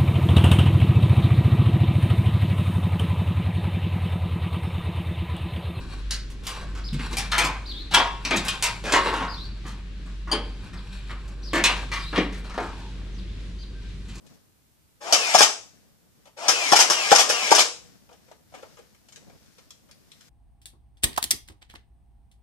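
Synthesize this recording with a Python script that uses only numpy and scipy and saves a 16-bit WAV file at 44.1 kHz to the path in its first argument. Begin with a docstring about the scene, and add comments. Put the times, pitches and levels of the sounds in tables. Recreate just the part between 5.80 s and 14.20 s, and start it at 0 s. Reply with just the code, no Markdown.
"""A low, wavering hum and a soft murmur come first, with a light scrape; then a tool knocks sheet metal.
A gloved hand works the tool's jaws on the edge of a panel lying on a garage bench: each blow taps a set of
ringing panel modes, slides and bends feed them noisy slips, and one jaw snap is decaying bands of noise.
Sparrows chirp outside as gliding near-sine notes with echoes, and a faint thin tone sounds twice.
A small two-port microphone hears it all, each port with its own colour and phase."""
import sys
import numpy as np
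from scipy import signal
from scipy.fft import rfft, irfft, next_fast_len
from scipy.io import wavfile
from scipy.ndimage import uniform_filter1d

SR = 44100
rng = np.random.default_rng(int(sys.argv[2]) if len(sys.argv) > 2 else 0)


def unload_wav(signal):
    """Save mono or channel-first audio to the path in sys.argv[1] as 16-bit WAV at rate SR, clipped to [-1, 1]."""
    wavfile.write(
        sys.argv[1],
        SR,
        np.round(np.clip(np.atleast_2d(signal).T, -1, 1) * 32767).astype(np.int16),
    )


N = 370432  # length in samples

# Background murmur, its relative strength by pitch: pitch_hz, level_db
AIR_COLOUR = [(36, -17), (62, -1.5), (76, -8), (198, -18), (330, -22), (389, -23.5), (417, -26.5),
              (514, -31), (799, -43.5), (1680, -35), (3370, -36.5), (3700, -36), (11300, -59.5),
              (16000, -118)]
AIR_DB = -43  # overall level

# Low machine tone, its level before the waver: time_s, level_db
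HUM_LEVEL = [(0.0, -39), (0.06, -38), (0.28, -31), (0.68, -41.5), (0.72, -42), (0.91, -31), (2.08, -35.5),
             (2.13, -38.5), (2.29, -35), (2.66, -35), (2.76, -40), (4.49, -33), (4.82, -36), (4.89, -53),
             (4.96, -38), (5.19, -38), (5.26, -34), (6.57, -34), (6.76, -40.5), (7.44, -32), (8.35, -39),
             (8.4, -47)]
HUM_HZ, HUM_WAVER_DB = 48.2, 1
# Wavering noise bands around the hum: pitch_hz, width_hz, level_db
DRONE_BANDS = [(28.3, 25, -50), (104.5, 43, -50), (126, 13, -76)]
# A noise band that comes and goes: time_s, level_db
MOAN_LEVEL = [(0.0, -60), (1.61, -49), (1.85, -69), (2.41, -52), (5.38, -52), (5.78, -50.5), (7.13, -51.5),
              (7.51, -47), (8.4, -54)]
MOAN_HZ, MOAN_WIDTH_HZ = 187, 18

# Sparrow notes that arch up and drop; level is at the start of the dry note:
# start_s, length_s, top_hz, before_drop_hz, end_hz, level_db
ARCHED_NOTES = [(1.035, 0.06, 5150, 5050, 3200, -47), (1.852, 0.078, 4850, 4200, 3220, -44),
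                (3.475, 0.08, 5050, 4700, 4200, -46), (5.625, 0.075, 5200, 4900, 4000, -50),
                (6.18, 0.065, 4900, 4950, 4700, -51), (7.78, 0.065, 4750, 4700, 3500, -56)]
ARCH_START = .64  # starting pitch as a share of the top
ARCH_UP, ARCH_DOWN = .17, .75  # shares of the length where the top begins and ends
ARCH_SWELL_DB = 8  # gain reached by the end of the note
# The other half of the syrinx sings along a little lower
SECOND_VOICE, SECOND_VOICE_DB = .9, -7  # share of the pitch, relative level
# Near-sine bird notes and faint, nearly steady partials that glide one way;
# level is at the start of the dry note: start_s, length_s, start_hz, end_hz, level_db
GLIDING_TONES = [(1.105, .03, 4600, 3000, -52), (1.935, 0.1, 3200, 4350, -42), (3.54, .06, 5500, 5400, -56),
                 (3.563, 0.105, 3400, 4700, -44), (4.973, 0.021, 5200, 3000, -50),
                 (5.62, .05, 5850, 5600, -55), (5.7, .03, 4200, 2900, -51), (6.228, 0.072, 3550, 4200, -43),
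                 (7.32, .06, 6600, 5400, -63), (7.38, 0.024, 5300, 2900, -50),
                 (7.476, 0.03, 3150, 3750, -56), (7.775, .05, 6250, 6100, -64),
                 (7.79, .05, 3150, 3100, -57)]
GLIDE_SWELL_DB = 0.5  # gain reached by the end of the note
FLUTTER = .018  # spread of the pitch flutter, as a share of the pitch
# A faint thin tone, twice: start_s, length_s
THIN_TONES = [(7.945, .065), (8.035, .05)]
THIN_TONE_HZ, THIN_TONE_DB = 1570, -59
BIRD_DIRECT_DB, BIRD_ROOM_DB = -4, -9
YARD_DB, YARD_T60_S = -4, .18  # walls outside; t60 is the time to fall by 60 dB

# Garage echo, time to fall by 60 dB: pitch_hz, fall_s
ROOM_FALL = [(200, 0.82), (1500, 0.46), (5000, 0.85), (12000, 0.22)]
ROOM_DB, ROOM_RISE_S = -17.5, 0.026
ROOM_LIKENESS, ROOM_ALIKE_HZ = 0.29, 700  # power share common to both ports; own parts thin out below this
NEAR_DB, NEAR_FROM_HZ, NEAR_MOVES_HZ = -3.5, 1500, 6  # close echoes: level, treble from, rate of change
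NEAR_FADE_S = 0.016  # time to fall to about a third

# The panel's strong modes; each one's own ring time is averaged, as a loss, with that of the tap:
# pitch_hz, level_db, own_ring_s
PANEL_MODES = [(175, -6, .5), (340, -6, .4), (478, -8, .4), (693, -10, .5), (786, -8, .2), (890, -8, .5),
               (948, 0, .45), (1090, -1, .5), (1234, -8, .4), (1328, -7, .45), (1596, -6, .35),
               (1752, -5, .5), (1852, -6, .5), (2063, -5, .6), (2205, -6, .55), (2350, -6, .45),
               (2530, -7, .35), (2770, -6, .3), (3180, -7, .4), (3339, -8, .4), (3561, -7, .5),
               (3740, -10, .4), (4300, -10, .3), (4780, -10, .35), (5044, -10, .3), (5900, -12, .25),
               (6675, -16, .3)]
# The sheet's countless small modes: pitch_hz, share_of_ring_time
SHEET_RING_SHARE = [(200, 1.55), (700, 0.59), (2000, 0.87), (5000, 0.22), (12000, 0.063)]
MODE_SCATTER_DB, MODE_DETUNE = 2, 0.0023  # random spread of each mode's level and, as a share, its pitch
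FAVOUR_DB, FAVOUR_OCTAVES, FREE_RING = 7.5, 0.19, 0.11  # boost, low part's width, extra ring-time share
RING_LEN, LEAD = 16384, 256  # samples; the lead leaves room for the filters to swing in

# The jaws spring shut in free air: start_s, level_db
JAW_SNAP_TIMES = [(4.5144, -22.5)]
# The tool's steel jaws: pitch_hz, relative_level_db, fall_by_60_db_s
JAW_RING_MODES = [(3170, -4.5, 0.36), (4660, 1, 0.14), (6670, -11.5, 0.097), (9020, -8, 0.12),
                  (12100, -22, .04)]
JAW_SPREAD, JAW_RISE_S = 0.063, 0.0023  # cluster half-width as a share of pitch; time to build up

# The panel creaks as it bends, and its ring moves in pitch: start_s, length_s, level_db, from_hz, to_hz
PANEL_BENDS = [(2.148, 0.14, -28, 934, 1090), (6.82, 0.27, -52.5, 930, 880)]
BEND_OCTAVES, BEND_T60_S, BEND_MODES_DB, BEND_FADE_DB = 0.19, 0.079, -5, -9

# Slides of jaw and glove; level is the dull part, brightness is relative to it:
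# start_s, held_s, level_db, brightness_db
SLIDE_EVENTS = [(0.0, 0.16, -53, -2), (0.7, 0.071, -44, -5), (1.2, 0.27, -45, -1), (1.6, 0.13, -40.5, -23),
                (1.819, 0.17, -62.5, -24), (2.2, 0.05, -53, -1), (2.48, 0.25, -39, -3),
                (2.86, 0.019, -43, 1), (3.18, 0.073, -33.5, -4), (3.55, 0.39, -61, -7),
                (4.7, 0.37, -61.5, -3), (5.12, 0.2, -62, 6.5), (5.449, 0.39, -65, -9),
                (5.9, 0.071, -35, -8.5), (6.15, 0.27, -67, 17), (6.6, 0.18, -61, -4), (6.82, 0.11, -51, -9),
                (8.28, .2, -65, 3.5)]
SLIDE_RISE_DB_S, SLIDE_FALL_DB_S = 232.5, 141
RUSTLE_DB, RUSTLE_BRIGHT_DB = -67, -0.5  # steady scrape under the slides; its brightness

# Blows. The clank (1.5-4 kHz) is a peak level; thud (under 500 Hz), body (0.5-1.5 kHz), click (4-8 kHz)
# and tick (over 8 kHz) are short-term rms levels relative to it. First contact is relative to the rattle:
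# start_s, clank_db, thud_db, body_db, click_db, tick_db, thud_hz, low_favoured_hz, high_favoured_hz,
# rattle_s, first_contact_size
BLOW_EVENTS = [(0.308, -29, -19, -20, -2.5, -12.5, 116, 1680, 4630, 0.048, 1.5),
               (0.5014, -47.5, -7, -13, -12, -12, 135, 1050, 2390, 0.023, 1.2),
               (0.6357, -41.5, -11, -11.5, -12, -14, 116, 573, 3190, 0.088, 0.3),
               (0.6678, -26, -20, -23, -23, -13, 116, 1060, 5040, 0.048, 1.37),
               (0.8102, -50, 5, 4.5, -4.5, -27, 117, 540, 1880, 0.022, 0.89),
               (0.951, -39, -14, -10, -19, -25, 116, 1260, 5750, 0.057, 0.81),
               (1.13, -35, 9.5, -20, -21, -18.5, 111.4, 585, 3750, 0.018, 0.74),
               (1.1947, -26.5, -6.5, -40, -35, -42, 159, 1440, 2000, 0.036, 2.4),
               (1.3109, -31.5, -5.5, -34, -13, -19, 290, 1070, 2150, 0.058, 0.22),
               (1.3691, -23, -22, -15, -9.5, -13, 159, 790, 2200, 0.028, 0.61),
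               (1.5165, -18, -37, -36, -20.5, -28, 120, 1190, 3680, 0.0097, 0.53),
               (1.521, -17, -24, -13.5, -35, -32, 119, 1250, 1590, 0.059, 0.65),
               (1.581, -13, -25, -14.5, -18, -18.5, 519, 980, 2390, 0.023, 0.74),
               (1.618, -21.5, -27, -11, -25, -29, 515, 1010, 2450, 0.015, 1.2),
               (1.6398, -25, -7.5, -4.5, -9.5, -14.5, 164, 970, 2380, 0.026, 0.46),
               (2.107, -24, -14, -12, -23, -29, 151, 730, 3800, 0.034, 0.045),
               (2.1388, -5.5, -32, -18.5, -20, -25.5, 258, 940, 3400, 0.011, 0.37),
               (2.176, -17.5, -16, -1.5, -31, -31, 258, 970, 3500, 0.025, 0.84),
               (2.204, -33, -25, -10, -28, -34, 258, 1040, 1790, 0.018, 0.72),
               (2.243, -33, -27, -8, -37, -44, 258, 1020, 1850, 0.02, 0.6),
               (2.272, -36, -24, -4, -33, -35, 258, 1080, 1800, 0.0074, 1.2),
               (2.4503, -20, -17.5, -24, -16, -29, 170, 1110, 5100, 0.0077, 0.97),
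               (2.5084, -14.5, -17.5, -13, -27, -43, 251, 656, 2430, 0.014, 1.8),
               (2.53, -19, -8.5, -14, -39, -38, 243, 670, 2300, 0.013, 0.55),
               (2.562, -25, -4.5, -28, -6, -14.5, 168, 665, 3760, 0.0097, 0.54),
               (2.6503, -33.5, -7, -14, -16, -10, 116, 690, 2260, 0.036, 1.7),
               (2.6825, -15.5, -26, -59, -17.5, -21, 130, 1110, 3250, 0.0079, 1.8),
               (2.825, -17.5, -37, -14.5, -11.5, -13.5, 520, 1010, 2480, 0.027, 0.72),
               (3.0393, -28, -11, -7.5, -19, -26, 323, 547, 4920, 0.07, 0.37),
               (3.0674, -26.5, -14, -6.5, -18.5, -37, 285, 1430, 2600, 0.1, 0.37),
               (3.1222, -17, -19, -12, -9.5, -37, 474, 980, 2540, 0.03, 1.6),
               (3.1356, -13, -12, -5, -20.5, -35, 373, 1060, 1900, 0.034, 1.04),
               (3.2594, -23.5, -7, -2, -40, -39, 410, 1010, 1580, 0.071, 0.96),
               (3.3371, -27, -11.5, -5, -24, -27, 326, 950, 1500, 0.088, 0.76),
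               (3.391, -30.5, -4, -3, -40, -41, 192, 1190, 1530, 0.047, 0.25),
               (3.425, -31.5, -16, 0, -26, -39, 176, 1030, 1530, 0.034, 0.86),
               (3.8409, -43.5, 6.5, -0.5, -32, -30, 176, 1200, 1730, 0.037, 0.19),
               (3.8647, -40, -14, -16, -13, -18, 137, 1060, 2880, 0.043, 0.46),
               (4.26, -57.5, -3, 4.5, -7, -20, 135, 1160, 1570, 0.029, 0.74),
               (4.4739, -45.5, 3, 9.5, -17, -28, 178, 1200, 1730, 0.15, 0.29),
               (4.5155, -22, -5.5, -11, -29, -30, 473, 890, 4400, 0.028, 0.26),
               (4.9267, -45.5, -5, -4, -11, -27, 144, 1180, 1810, 0.033, 0.04),
               (5.2954, -32, -11.5, -11.5, -54, -57, 170, 1280, 2140, 0.043, 0.72),
               (5.4785, -55.5, -3, 0.5, -2, -13, 137, 552, 2350, 0.016, 1),
               (5.7328, -18, -5.5, -9.5, -27, -28.5, 296, 660, 1960, 0.053, 0.65),
               (5.839, -8.5, -28, -30.5, -16, -26.5, 430, 940, 2760, 0.028, 1),
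               (6.1166, -22, -37, -14, -25, -30, 406, 1100, 2100, 0.052, 0.48),
               (6.3285, -31.5, -2.5, 0, -44, -44, 300, 1090, 1580, 0.022, 0.73),
               (6.3511, -20.5, -24, -14.5, -44, -37, 304, 1120, 2980, 0.019, 0.12),
               (6.3783, -16, 0, -20.5, -55, -51, 294, 830, 1790, 0.013, 2.7),
               (6.526, -38.5, -20, -24, -20, -24, 262, 1380, 2140, 0.033, 0.78),
               (6.5782, -56, -5, -21, -16, -5, 141.8, 1050, 1560, 0.02, 0.92),
               (6.6431, -52, 0, 4.5, -7, -28, 207, 1210, 1560, 0.014, 0.96),
               (6.6965, -43.5, -5, -1, -9.5, -42, 186, 1098, 2060, 0.022, 1.4),
               (6.7413, -43, -2, 1.5, -11, -40, 192.2, 1200, 1770, 0.0093, 1.4),
               (6.778, -29, 0, -0.5, -35, -33, 525, 890, 1560, 0.0046, 1.9),
               (6.802, -39, 2, -2, -16, -27, 342, 1140, 1540, 0.092, 0.69),
               (6.9796, -55.5, -2, 4.5, -13, -14, 116, 847, 1550, 0.034, 0.84),
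               (8.2835, -43.5, -2, -20, -10, -32, 184, 1050, 2830, 0.038, 0.57),
               (8.344, -50, -5, -9, -2, -13, 121, 1070, 2620, 0.075, 0.22)]
# Borders between thud, body, clank, click and tick: pitch_hz
BLOW_BORDERS = [500, 1500, 4000, 8000]
RATTLE_SCATTER_DB, TICK_FALL_HZ = 4, 10600  # unevenness of the rattle; treble falls away from here
SOFT_RISE_S = 0.0062  # slowest build-up of the rattle; a harder first contact shortens it
THUD_FALL_S, THUD_REST, THUD_OCTAVES = 0.039, 0.43, 0.74  # early fall time, part left over, width
STRONG_MODES_DB, RING_T60_S = -12, 0.41  # strong modes against small ones; the blow's ring time

# Left port's level minus the right's: pitch_hz, difference_db
PORT_LEVEL = [(200, 0), (700, .3), (1400, 1.5), (2800, 2.2), (5000, 1), (7000, -1.5), (9500, -4),
              (14000, -4.5)]
# How far the left port leads the right: pitch_hz, lead_radians
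PORT_LEAD = [(200, -.05), (1000, -.3), (3200, -.75), (5000, -.6), (6500, -.6), (8500, -.3)]
TOP_HZ = 15300  # microphone's upper limit


def undb(db):
    """Turn decibels into gain."""
    return 10 ** (np.asarray(db) / 20)


def unit(x):
    """Scale to an rms of 1."""
    return x / np.sqrt(np.mean(x ** 2) + 1e-30)


def over_hz(table, hz):
    """Read a (pitch, value) table on a log-frequency axis."""
    f, v = np.transpose(table)
    return np.interp(np.log(np.maximum(hz, 1)), np.log(np.maximum(f, 1)), v)


def over_time(table):
    """Read a (time, value) table at every sample."""
    s, value = np.transpose(table)
    return np.interp(np.arange(N) / SR, s, value)


def shape(x, gain):
    """Filter a sound by a gain that is a function of frequency."""
    n = next_fast_len(x.shape[-1])
    hz = np.arange(n // 2 + 1) * SR / n
    return irfft(rfft(x, n) * gain(hz), n)[..., :x.shape[-1]]


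def bump(hz, centre_hz, octaves):
    """Give a bell-shaped band on a log-frequency axis."""
    return np.exp(-.5 * (np.log2(np.maximum(hz, 1) / centre_hz) / octaves) ** 2)


def resonance(hz, centre_hz, width_hz):
    """Give a narrow band that falls to half its height at the edges of its width."""
    return 1 / (1 + (2 * (hz - centre_hz) / width_hz) ** 2)


def walk(rate):
    """Drift randomly: hold new levels for 1 / rate seconds, smooth twice, scale to rms 1."""
    k = int(SR / rate)
    steps = np.repeat(rng.standard_normal(N // k + 1), k)
    smooth = uniform_filter1d(uniform_filter1d(steps, k), k)
    return unit(smooth[:N])


def tail(t, t60_of_hz):
    """Make noise whose octave bands each die away at their own rate."""
    hz = 125 * 2. ** np.arange(8)[:, None]
    bands = shape(rng.standard_normal(len(t)), lambda f: bump(f, hz, 1.0))
    fall = 1000. ** (-t / np.maximum(t60_of_hz(hz), .01))
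    return (bands * fall).sum(axis=0)


def air():
    """Garage and street murmur: octave bands swell together and flicker alone; bass is most alike at the ports."""
    swell = walk(0.65)
    mid = rng.standard_normal(N)
    side = shape(rng.standard_normal(N), lambda f: np.clip(0.34 + f / 6000, 0, .8))
    pair = mid + side * np.array([[1], [-1]])
    pair = shape(pair, lambda f: undb(over_hz(AIR_COLOUR, f)))
    out = 0
    for hz in 62.5 * 2. ** np.arange(9):
        band = shape(pair, lambda f: bump(f, hz, 1.0))
        out = out + undb(swell + 3.2 * walk(6.6)) * band
    return undb(AIR_DB) * unit(out)


def hum():
    """A low machine sine wavers in pitch and level, with looser noise bands around and above it."""
    phase = 2 * np.pi * np.cumsum(HUM_HZ + 0.673 * walk(13)) / SR
    level_db = over_time(HUM_LEVEL) + HUM_WAVER_DB * walk(8)
    out = np.sqrt(2) * undb(level_db) * np.sin(phase)
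    for centre_hz, width_hz, band_db in DRONE_BANDS:
        band = shape(rng.standard_normal(N), lambda f: resonance(f, centre_hz, width_hz))
        out = out + undb(band_db + 2.4 * walk(1.31)) * unit(band)
    moan = shape(rng.standard_normal(N), lambda f: resonance(f, MOAN_HZ, MOAN_WIDTH_HZ))
    return out + undb(over_time(MOAN_LEVEL)) * unit(moan)


def whistles():
    """Near-sine tones with soft ends: row 0, birds and faint partials, flutters; row 1, the thin tone, hardly."""
    notes = []
    for s, length, top, sag, end, db in ARCHED_NOTES:
        shares, hz = [0, ARCH_UP, ARCH_DOWN, 1], np.array([ARCH_START * top, top, sag, end])
        notes.append((s, length, shares, hz, db, ARCH_SWELL_DB, 1, 0))
        notes.append((s, length, shares, SECOND_VOICE * hz, db + SECOND_VOICE_DB, ARCH_SWELL_DB, 1, 0))
    for s, length, start, end, db in GLIDING_TONES:
        notes.append((s, length, [0, 1], [start, end], db, GLIDE_SWELL_DB, 1, 0))
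    for s, length in THIN_TONES:
        notes.append((s, length, [0, 1], [THIN_TONE_HZ, THIN_TONE_HZ], THIN_TONE_DB, 0, .15, 1))
    out = np.zeros((2, N))
    for s, length, shares, hz, db, swell_db, rough, row in notes:
        a, n = int(s * SR), int(length * SR)
        u = np.arange(n) / n
        # two separate wobbles, one for pitch and one for level
        bend, throb = (rough * unit(uniform_filter1d(rng.standard_normal(8192), size=45))[:n]
                       for _ in range(2))
        pitch_hz = np.interp(u, shares, hz) * (1 + FLUTTER * bend)
        tone = np.sin(2 * np.pi * np.cumsum(pitch_hz) / SR)
        level = np.sqrt(2) * undb(db + swell_db * u + 3.5 * throb)
        out[row, a:a + n] += level * signal.windows.tukey(n, .2) * tone
    return out


def yard(x):
    """Walls outside smear each note with short dense echoes, different at each port."""
    t = np.arange(8192) / SR
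    echo = rng.standard_normal((2, len(t))) * 1000. ** (-t / YARD_T60_S)
    return np.array([undb(YARD_DB) * signal.oaconvolve(x, unit(e) / np.sqrt(len(t)))[:N] for e in echo])


def room(x, db):
    """Garage echo: a dying noise tail, partly the same at both ports, the bass most of all."""
    t = np.arange(32768) / SR
    same, left, right = (tail(t, lambda f: over_hz(ROOM_FALL, f)) * np.minimum(t / ROOM_RISE_S, 1)
                         for _ in range(3))
    out = []
    for own in (left, right):
        own = shape(own, lambda f: f / (f + ROOM_ALIKE_HZ))
        echo = np.sqrt(ROOM_LIKENESS) * same + np.sqrt(1 - ROOM_LIKENESS) * own
        echo = echo / np.sqrt(np.sum(echo ** 2))
        out.append(undb(db) * signal.fftconvolve(x, echo)[:N])
    return np.array(out)


def near(x):
    """Bench, arms and body scatter treble in brief echoes, unlike at each port and changing as the body moves."""
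    t = np.arange(2048) / SR
    echo = rng.standard_normal((6, len(t))) * np.exp(-t / NEAR_FADE_S)
    echo = shape(echo, lambda f: f / (f + NEAR_FROM_HZ))
    heard = np.array([signal.oaconvolve(x, unit(e) / np.sqrt(len(t)))[:N] for e in echo])
    # three drifting weights of constant total power blend three echoes per port
    pose = np.array([walk(NEAR_MOVES_HZ) for _ in range(3)])
    pose = pose / np.sqrt(np.sum(pose ** 2, axis=0))
    left, right = np.sum(pose * heard[:3], axis=0), np.sum(pose * heard[3:], axis=0)
    return undb(NEAR_DB) * np.array([left, right])


def ring(t60, low_hz, high_hz, modes_db):
    """The panel answers one tap: its strong modes, struck unevenly, over the dense small ones."""
    t = np.arange(RING_LEN, dtype=np.float32) / SR
    hz, db, own_s = np.transpose(PANEL_MODES)[:, :, None]
    chance = rng.standard_normal((len(PANEL_MODES), 2))

    def favoured(f):
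        """The contact place makes one low and one high part louder and leaves them freer to ring."""
        return bump(f, low_hz, FAVOUR_OCTAVES) + 0.72 * bump(f, high_hz, 0.2)

    size = undb(db + MODE_SCATTER_DB * chance[:, :1])
    # average the loss of each mode's own ring time with that of the tap's ring time
    loss = np.log(1000) * (.5 / own_s + .5 / t60 / (1 + FREE_RING * favoured(hz)))
    turn = 2 * np.pi * hz * (1 + MODE_DETUNE * chance[:, 1:])
    tones = size[:, 0] @ (np.exp(-np.float32(loss) * t) * np.sin(np.float32(turn) * t))
    small = tail(t, lambda f: t60 * over_hz(SHEET_RING_SHARE, f))
    sound = unit(small) + undb(modes_db) * unit(tones)
    fade = np.minimum((t[-1] - t) / .1, 1)
    return shape(sound, lambda f: undb(FAVOUR_DB * favoured(f))) * fade


def jaws():
    """The tool's own bright ring: each mode is a noise band, like a rough cluster of close tones."""
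    out = np.zeros(N)
    for s, db in JAW_SNAP_TIMES:
        t = np.maximum(np.arange(N) / SR - s, 0)
        rise = 1 - np.exp(-t / JAW_RISE_S)
        for hz, mode_db, t60 in JAW_RING_MODES:
            cluster = shape(rng.standard_normal(N), lambda f: 1 / (1 + ((f / hz - 1) / JAW_SPREAD) ** 4))
            out += undb(db + mode_db) * rise * 1000. ** (-t / t60) * unit(cluster)
    return out


def bends():
    """Quick slips at the fold make a narrow group of modes sing; it shifts as the sheet stiffens or relaxes."""
    out = np.zeros(N)
    for s, length, db, from_hz, to_hz in PANEL_BENDS:
        a, n = int(s * SR), int(length * SR)
        u = np.arange(n) / n
        slips = rng.standard_normal(n) * (rng.random(n) < .01) * undb(BEND_FADE_DB * u)
        sung = 0
        # cross-fade the slips from the first group of modes to the second
        for share, hz in ((1 - u, from_hz), (u, to_hz)):
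            group = shape(ring(BEND_T60_S, hz, hz, BEND_MODES_DB), lambda f: bump(f, hz, BEND_OCTAVES))
            sung = sung + signal.fftconvolve(slips * share, group)
        out[a:a + len(sung)] += undb(db) * sung / np.sqrt(np.mean(sung[:n] ** 2))
    return out


def scrape():
    """Dense uneven slips of jaw and glove set the panel buzzing briefly; each slide rises, holds and fades."""
    t = np.arange(N) / SR
    s, held, db, bright_db = np.transpose(SLIDE_EVENTS)[:, :, None]
    rise_db = SLIDE_RISE_DB_S * np.maximum(s - t, 0)
    fall_db = SLIDE_FALL_DB_S * np.maximum(t - s - held, 0)
    slide = undb(db - rise_db - fall_db)
    slips = rng.standard_normal(N) * undb(3 * walk(40)) * (rng.random(N) < .12)
    buzz = signal.fftconvolve(slips, ring(0.074, 1357, 2580, -27))[:N]
    dull = unit(shape(buzz, lambda f: bump(f, 810, 1.0)))
    bright = unit(shape(buzz, lambda f: bump(f, 3850, 0.8)))
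    dull_level = undb(RUSTLE_DB) + slide.sum(axis=0)
    bright_level = undb(RUSTLE_DB + RUSTLE_BRIGHT_DB) + undb(bright_db[:, 0]) @ slide
    return dull_level * dull + bright_level * bright


def rattle_taps(rattle_s, first):
    """A first contact, then sparse random taps that build up and die away."""
    t = np.arange(4096) / SR
    size = undb(RATTLE_SCATTER_DB * rng.exponential(size=len(t))) * rng.standard_normal(len(t))
    rise = 1 - np.exp(-t / (SOFT_RISE_S * np.clip(1 - first, .02, 1)))
    push = rise * np.exp(-(t / max(rattle_s, .001)) ** 2)
    taps = push * size * (rng.random(len(t)) < .025)
    taps /= np.sqrt(np.sum(taps ** 2))
    taps[0] = first
    return taps


def blows():
    """Each blow is a first contact and short rattle into the panel; where and how it lands sets its colour."""
    out = np.zeros(N + RING_LEN)
    edges = np.array(list(BLOW_BORDERS) + [SR])[:, None]
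    i = np.arange(RING_LEN)
    fade = np.interp(i, [0, LEAD / 2, RING_LEN - 4096, RING_LEN], [0, 1, 1, 0])

    def split(f):
        """Five neighbouring bands, with the top treble falling away."""
        low_passes = 1 / (1 + (f / edges) ** 4)
        return np.diff(low_passes, axis=0, prepend=0) / (1 + (f / TICK_FALL_HZ) ** 6)

    for s, db, thud_db, body_db, click_db, tick_db, thud_hz, low_hz, high_hz, rattle_s, first in BLOW_EVENTS:
        taps = np.r_[np.zeros(LEAD), rattle_taps(rattle_s, first)]
        panel = ring(RING_T60_S, low_hz, high_hz, STRONG_MODES_DB)
        parts = shape(signal.fftconvolve(panel, taps)[:RING_LEN], split)
        parts[0] = shape(parts[0], lambda f: bump(f, thud_hz, THUD_OCTAVES))
        # the bench soon swallows most of the thud
        parts[0] *= THUD_REST + np.exp(-i / SR / THUD_FALL_S)
        # loudest short-term rms of each part, but the true peak for the clank
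        peaks = np.sqrt(uniform_filter1d(parts[:, :8192] ** 2, size=512, axis=1).max(axis=1))
        peaks[2] = np.abs(parts[2]).max()
        parts *= fade
        gains = undb(db + np.array([thud_db, body_db, 0, click_db, tick_db])) / peaks
        at = int(s * SR) - LEAD
        out[at:at + RING_LEN] += gains @ parts
    return out[:N]


def scene():
    """Bench work close by, birds far off and full of echo, hum and air all round."""
    birds, thin_tone = whistles()
    outside = undb(BIRD_DIRECT_DB) * birds + yard(birds) + room(birds, BIRD_ROOM_DB) + thin_tone
    work = jaws() + bends() + scrape() + blows()
    return air() + hum() + outside + work + near(work) + room(work, ROOM_DB)


def record(dry):
    """The two ports differ in colour and phase, half the difference each way; the top is cut."""
    def half(f):
        return np.log(10) / 40 * over_hz(PORT_LEVEL, f) + .5j * over_hz(PORT_LEAD, f)

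    ports = shape(dry, lambda f: np.exp(np.array([half(f), -half(f)])))
    return signal.sosfilt(signal.ellip(8, .2, 70, TOP_HZ, fs=SR, output="sos"), ports)


dry = scene()
out = record(dry)
unload_wav(out)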